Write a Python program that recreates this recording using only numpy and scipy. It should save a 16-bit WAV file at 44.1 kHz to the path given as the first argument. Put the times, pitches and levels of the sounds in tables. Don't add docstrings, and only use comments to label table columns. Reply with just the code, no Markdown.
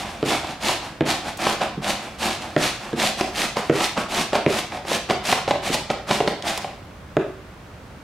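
import sys
import numpy as np
from scipy import signal
from scipy.fft import rfft, irfft, next_fast_len
from scipy.io import wavfile
from scipy.ndimage import map_coordinates

SR = 44100
rng = np.random.default_rng(int(sys.argv[2]) if len(sys.argv) > 2 else 0)


def unload_audio(sound):
    columns = np.transpose(np.atleast_2d(sound))
    steps = np.round(np.clip(columns, -1, 1) * 32767)
    wavfile.write(sys.argv[1], SR, steps.astype(np.int16))


N = 354117

KNOCKS = [(0.228, 2.5, 397, -24.5), (0.313, -10, 720, -12), (0.445, -21, 730, -4), (0.69, -9.5, 855, -2), (1.008, 2.5, 398, -20),
          (1.255, -14, 721, -29.5), (1.468, -8, 645, 0), (1.614, -7, 706, -12),
          (1.771, -4, 300, -41.5), (2.219, -19, 736, -16), (2.564, 4.5, 407, -19.5),
          (2.93, -5, 339, -21.5), (3.019, -16, 620, 5), (3.037, -6.5, 644, -16),
          (3.21, -8, 610, 0), (3.569, -13.5, 636, 2.5), (3.697, 4.5, 408, -20.5),
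          (3.807, -13, 730, 0.5), (3.976, -12.5, 503, 0), (4.184, -14, 296, -22), (4.331, -8.5, 537, -8),
          (4.353, -7.5, 645, -6), (4.463, 3.5, 392, -19), (4.721, -25, 900, 3),
          (4.771, -19, 623, -8), (4.850, -21.5, 700, -6), (4.915, -14, 575, -2), (5.099, -8.5, 567, -4.5), (5.107, -11, 550, 2),
          (5.326, -3.5, 710, -3.5), (5.478, -6, 603, -12.5), (5.509, -5.5, 613, -3),
          (5.696, -5, 335, -26), (5.744, -10, 705, -29), (5.902, -8.5, 483, -6.5), (6.105, -8.5, 550, -13),
          (6.11, -5, 610, 0), (6.204, -0.5, 586, -16), (6.276, -7.5, 490, -1),
          (6.577, -21, 710, -6), (6.645, -13.5, 634, -14.5), (7.168, 6.5, 416, -22.5)]
# (Hz, dB, t60 s)
BOX = [(144, 3.5, 0.054), (220.7, 10, 0.088), (335, 7, 0.031), (407, 7.5, 0.028), (465.6, 5.5, 0.027), (570, 10.5, 0.022), (752, 9, 0.025),
       (1013, 7.5, 0.028), (1310, -15, 0.02), (2080, -3.5, 0.0089), (2290, 0.5, 0.0028), (4110, -13, 0.0073)]
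TEAR = [(710, -7.5), (1200, -10.5), (1830, -3.5), (2120, -1.5), (3840, -2.5), (5240, -6), (9480, -11.5), (13000, -20.5),
        (15700, -31)]
RUB = [(59, -55), (100, -33.5), (216, 0), (276, -11), (315, -7), (779, -4), (855, -3), (1290, -3.5), (9000, -26),
       (11700, -120)]
RUMBLE = [(20, -32), (37, -6), (59, 0), (81, -0.5), (171, -2.5), (396, -11.5), (618, -9.5), (711, -14),
          (1210, -13.5), (15700, -43)]
RUMBLE_DB = -40.5
RUMBLE_ALIKE = [(60, 1), (380, 0.91), (2380, 0.42), (15000, 0.047)]  # (Hz, left-right likeness)
ROOM = [(120, 0.32), (600, 0.41), (5000, 0.52), (12000, 0.29)]  # (Hz, t60 s)
ROOM_ALIKE = [(200, 0.99), (1000, 0.89), (3000, 0.55), (8000, 0.12)]  # (Hz, left-right likeness)
TOP_HZ = 15830
NEAR_ALIKE = [(500, 1), (3000, 0.88), (9000, 0.78)]
SLOWING_DB, SLOWING_BEND = 30, 0.99
TEAR_GROWS, RUB_GROWS = 1, 0.87
RUB_LEAD_S = 0.0037
# (start s, time to full speed s, time to slow down s, tearing dB, rubbing dB)
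STROKES = [(-0.05, 0.052, 0.44, -35.5, -31), (0.242, 0.097, 0.15, -23.5, -25), (0.42, 0.091, 0.096, -37.5, -33), (0.599, 0.13, 0.078, -23.5, -25),
           (0.79, 0.079, 0.15, -41, -35), (1.05, 0.062, 0.13, -24, -24), (1.22, 0.068, 0.084, -36, -30.5), (1.376, 0.12, 0.15, -24.5, -24),
           (1.606, 0.019, 0.11, -32.5, -22), (1.815, 0.085, 0.11, -24.5, -25.5), (1.97, 0.086, 0.23, -42, -36), (2.181, 0.096, 0.14, -23.5, -26),
           (2.39, 0.067, 0.19, -37.5, -34.5), (2.57, 0.093, 0.14, -24.5, -26), (2.79, 0.064, 0.22, -40.5, -33.5), (2.955, 0.11, 0.11, -24.5, -26),
           (3.168, 0.041, 0.22, -31, -30), (3.325, 0.13, 0.084, -25, -26.5), (3.557, 0.021, 0.19, -31, -25.5), (3.715, 0.13, 0.099, -24.5, -25.5),
           (3.96, 0.037, 0.088, -30.5, -22.5), (4.081, 0.13, 0.077, -23.5, -25.5), (4.323, 0.04, 0.099, -33, -21.5), (4.467, 0.12, 0.086, -25.5, -27.5),
           (4.70, 0.067, 0.088, -44, -32), (4.854, 0.11, 0.044, -24.5, -26.5), (5.086, 0.031, 0.082, -31.5, -23.5), (5.228, 0.1, 0.13, -23.5, -26),
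           (5.474, 0.024, 0.13, -33.5, -27.5), (5.615, 0.078, 0.13, -28, -29), (5.713, 0.034, 0.071, -22.5, -27.5), (5.898, 0.015, 0.067, -36.5, -25.5),
           (6.067, 0.073, 0.15, -26, -24.5), (6.268, 0.021, 0.09, -34, -31.5), (6.429, 0.064, 0.26, -29.5, -27.5)]
SNAPS = [(1.373, -31.5, 7000), (6.423, -28.5, 3000), (6.576, -29, 6000)]
SNAP_S = 0.031
SWELL_CYCLES = 0.46
CAVITY_HZ, CAVITY_DB, CAVITY_T60_S, CAVITY_SWELL_S = 381.7, -19.5, 0.28, 0.026
LET_GO_S, LET_GO_DB = 7, 10
RATTLE_S, RATTLE_DB = 0.012, -9.5
WEAR_PER_S = 0.2
PLATE = [(284, 61, 5.5), (706, 180, -5.5), (2600, 490, -12), (3740, 120, -4)]
CRUNCH_PER_S, CRUNCH_S, CRUNCH_DB, CRUNCH_HZ = 110, 0.0086, -2, 2460


def amp(db):
    return 10 ** (np.asarray(db) / 20)


def unit(x):
    return x / np.sqrt(np.mean(x ** 2) + 1e-20)


def along(points, hz):
    f, v = np.transpose(points)
    return np.interp(np.log(hz + 1), np.log(f + 1), v)


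def wobble(rate):
    return map_coordinates(rng.standard_normal(int(N * rate / SR) + 4), [np.arange(N) * rate / SR])


def filtered(x, response):
    m = next_fast_len(x.shape[-1] + 8192)
    return irfft(rfft(x, m) * response(np.fft.rfftfreq(m, 1 / SR)), m)[..., :x.shape[-1]]


def spread(pair, alike):
    turn = lambda hz: np.arccos(np.clip(along(alike, hz), -1, 1)) / 2
    mid, side = filtered(pair, lambda hz: np.array([np.cos(turn(hz)), np.sin(turn(hz))]))
    return np.array([mid + side, mid - side])


def grit(share, spread_db, hiss):
    snaps = (rng.random(N) < share) * amp(spread_db * rng.standard_normal(N)) * rng.standard_normal((2, N))
    return unit(snaps) + hiss * rng.standard_normal((2, N))


def hollow(hz, widen):
    return sum((-1) ** k * amp(db) * 1j * hz * w / (c * c - hz * hz + 1j * hz * w)
               for k, (c, db, w) in enumerate((c, db, widen / t60) for c, db, t60 in BOX))


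def strokes():
    tear_db, rub_db = np.transpose(STROKES)[3:]
    bursts = grit(.04, spread_db=3, hiss=1.6)
    wet = lambda hz: amp(-2.2 * np.log2((hz + 1) / CRUNCH_HZ) ** 2)
    tear = filtered(bursts + filtered(crunch() * bursts, wet), lambda hz: amp(along(TEAR, hz)))
    rub = filtered(grit(0.055, spread_db=2.5, hiss=0.9), lambda hz: amp(along(RUB, hz)) * (0.46 + 0.63 * hollow(hz, widen=4.06)))
    tear = level(tear_db, TEAR_GROWS, lead_s=0, wobble_db=2.0, rate=30) * unit(tear) + catches(bursts)
    rub = level(rub_db, RUB_GROWS, RUB_LEAD_S, wobble_db=-1.0, rate=120) * unit(rub)
    return spread(pressed(tear + rub), NEAR_ALIKE)


def knocks():
    out, t = np.zeros(N + SR), np.arange(SR // 2) / SR
    hz, level_db, t60 = np.transpose(BOX)[:, :, None]
    high, lowest = hz > 1300, hz < 170
    edge = signal.butter(2, [900, 3000], "band", fs=SR)
    chance_db = 1.5 * rng.standard_normal((len(KNOCKS), len(BOX), 1))
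    hum = amp(CAVITY_DB - 60 * t / CAVITY_T60_S) * (1 - np.exp(-t / CAVITY_SWELL_S)) * np.sin(2 * np.pi * CAVITY_HZ * t)
    for (s, db, centre_hz, hard_db), luck_db in zip(KNOCKS, chance_db):
        near = lambda f: amp((hard_db - 8.5) * np.log2(f / centre_hz) ** 2)
        table = -amp(-.45 * hard_db - 14.5 - 4.6 * (s > LET_GO_S)) * lowest
        reach = near(hz) + table + amp(hard_db * np.minimum(hz, 2300) / 1600 + 0.0) * high
        swell = (1 - np.exp(-t * hz / (SWELL_CYCLES * 2 ** (-hard_db / 18)))) ** 2
        ring = reach * swell * amp(level_db + luck_db - 60 * t / t60) * np.sin(2 * np.pi * hz * (1 + 0.031 * luck_db[::-1]) * t)
        air = near(CAVITY_HZ) * amp(LET_GO_DB * (s > LET_GO_S)) * hum
        shell = signal.butter(3, [700, 4700 * 2 ** (np.clip(hard_db + 10, -15, 0) / 9)], "band", fs=SR)
        clack = signal.lfilter(*shell, amp(0.39 * hard_db + 7.0 - 60 * t / 0.034) * rng.standard_normal(len(t)))
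        clack += signal.lfilter(*edge, amp(0.67 * hard_db + 14.0 - 60 * t / 0.007) * rng.standard_normal(len(t)))
        blow = ring.sum(0) + amp(-4.0) * clack
        later = (np.cumsum(RATTLE_S * rng.uniform(.5, 1.5, size=3)) * SR).astype(int)
        blow = blow + (s < LET_GO_S) * sum(amp(RATTLE_DB * (k + 1) - 0.29 * (hard_db + 20)) * np.pad(blow, (d, 0))[:len(t)] for k, d in enumerate(later))
        out[round(s * SR):][:len(t)] += amp(db - 6.5) * (blow + air)
    return out[:N]


def room(x, build_s):
    out, hop = np.zeros((2, N + 2 * SR)), SR // 4
    for start in range(0, N, hop):
        hz, t, z = signal.stft(rng.standard_normal((2, SR // 2)), SR, nperseg=256)
        shape = amp(-60 * t / along(ROOM, hz)[:, None]) * (1 - np.exp(-(t / build_s) ** 2))
        tail = spread(signal.istft(z * shape, SR, nperseg=256)[1], ROOM_ALIKE)
        wet = signal.fftconvolve(x[None, start:start + hop], tail / np.linalg.norm(tail[0]), axes=1)
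        out[:, start:start + wet.shape[1]] += wet
    return out[:, :N]


def rumble():
    pair = filtered(rng.standard_normal((2, N)), lambda hz: amp(along(RUMBLE, hz)))
    return amp(RUMBLE_DB + 0.43 * wobble(1.14)) * unit(spread(pair, RUMBLE_ALIKE))


def level(peak_db, grows, lead_s, wobble_db, rate):
    power, t = np.zeros(N), np.arange(N) / SR + lead_s
    for (s, rise, fall, *_), db in zip(STROKES, peak_db):
        swell = np.sin(np.pi / 2 * np.clip((t - s) / rise, 0, 1))
        slowing = amp(-SLOWING_DB * (np.clip(t - s - rise, 0, None) / fall) ** SLOWING_BEND)
        power += (amp(db) * (swell * slowing) ** grows) ** 2
    return np.sqrt(power) * amp(wobble_db * wobble(rate))


def catches(bursts):
    t = np.arange(N) / SR
    thin = lambda centre_hz: unit(filtered(bursts, lambda hz: amp(-7 * np.log2((hz + 1) / centre_hz) ** 2)))
    return sum(amp(db - 60 * np.clip(t - s, 0, None) / SNAP_S) * (t >= s) * thin(hz) for s, db, hz in SNAPS)


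def plate(hz):
    return 1 + sum(amp(db) * 1j * hz * w / (c * c - hz * hz + 1j * hz * w) for c, w, db in PLATE)


def crunch():
    breaks = (rng.random(N) < CRUNCH_PER_S / SR) * rng.exponential(size=N)
    return amp(CRUNCH_DB) * signal.lfilter([1], [1, -amp(-60 / (CRUNCH_S * SR))], breaks)


def pressed(x):
    low, high = filtered(x, lambda hz: plate(hz * 1.09)), filtered(x, lambda hz: plate(hz / 1.12))
    place, hold = 1 / (1 + np.exp(-2 * wobble(5))), 1 / (1 + np.exp(-1 - 2 * wobble(3)))
    return x + hold * np.exp(-WEAR_PER_S * np.arange(N) / SR) * (place * high + (1 - place) * low - x)


def scene():
    rasp, blows = strokes(), knocks()
    send = amp(-7.0) * rasp.mean(0) + amp(-5.0) * blows
    return rasp + blows + room(send, build_s=.021) + rumble()


def record(dry):
    lean = lambda hz: amp(np.array([[-.5], [.5]]) * along([(100, 1.2), (2000, 0.82), (6000, -0.3)], hz)) * (hz < TOP_HZ)
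    rounded = dry / (1 + np.abs(dry) ** 6) ** (1 / 6)
    return filtered(rounded, lean)


dry = scene()
out = record(dry)
unload_audio(out)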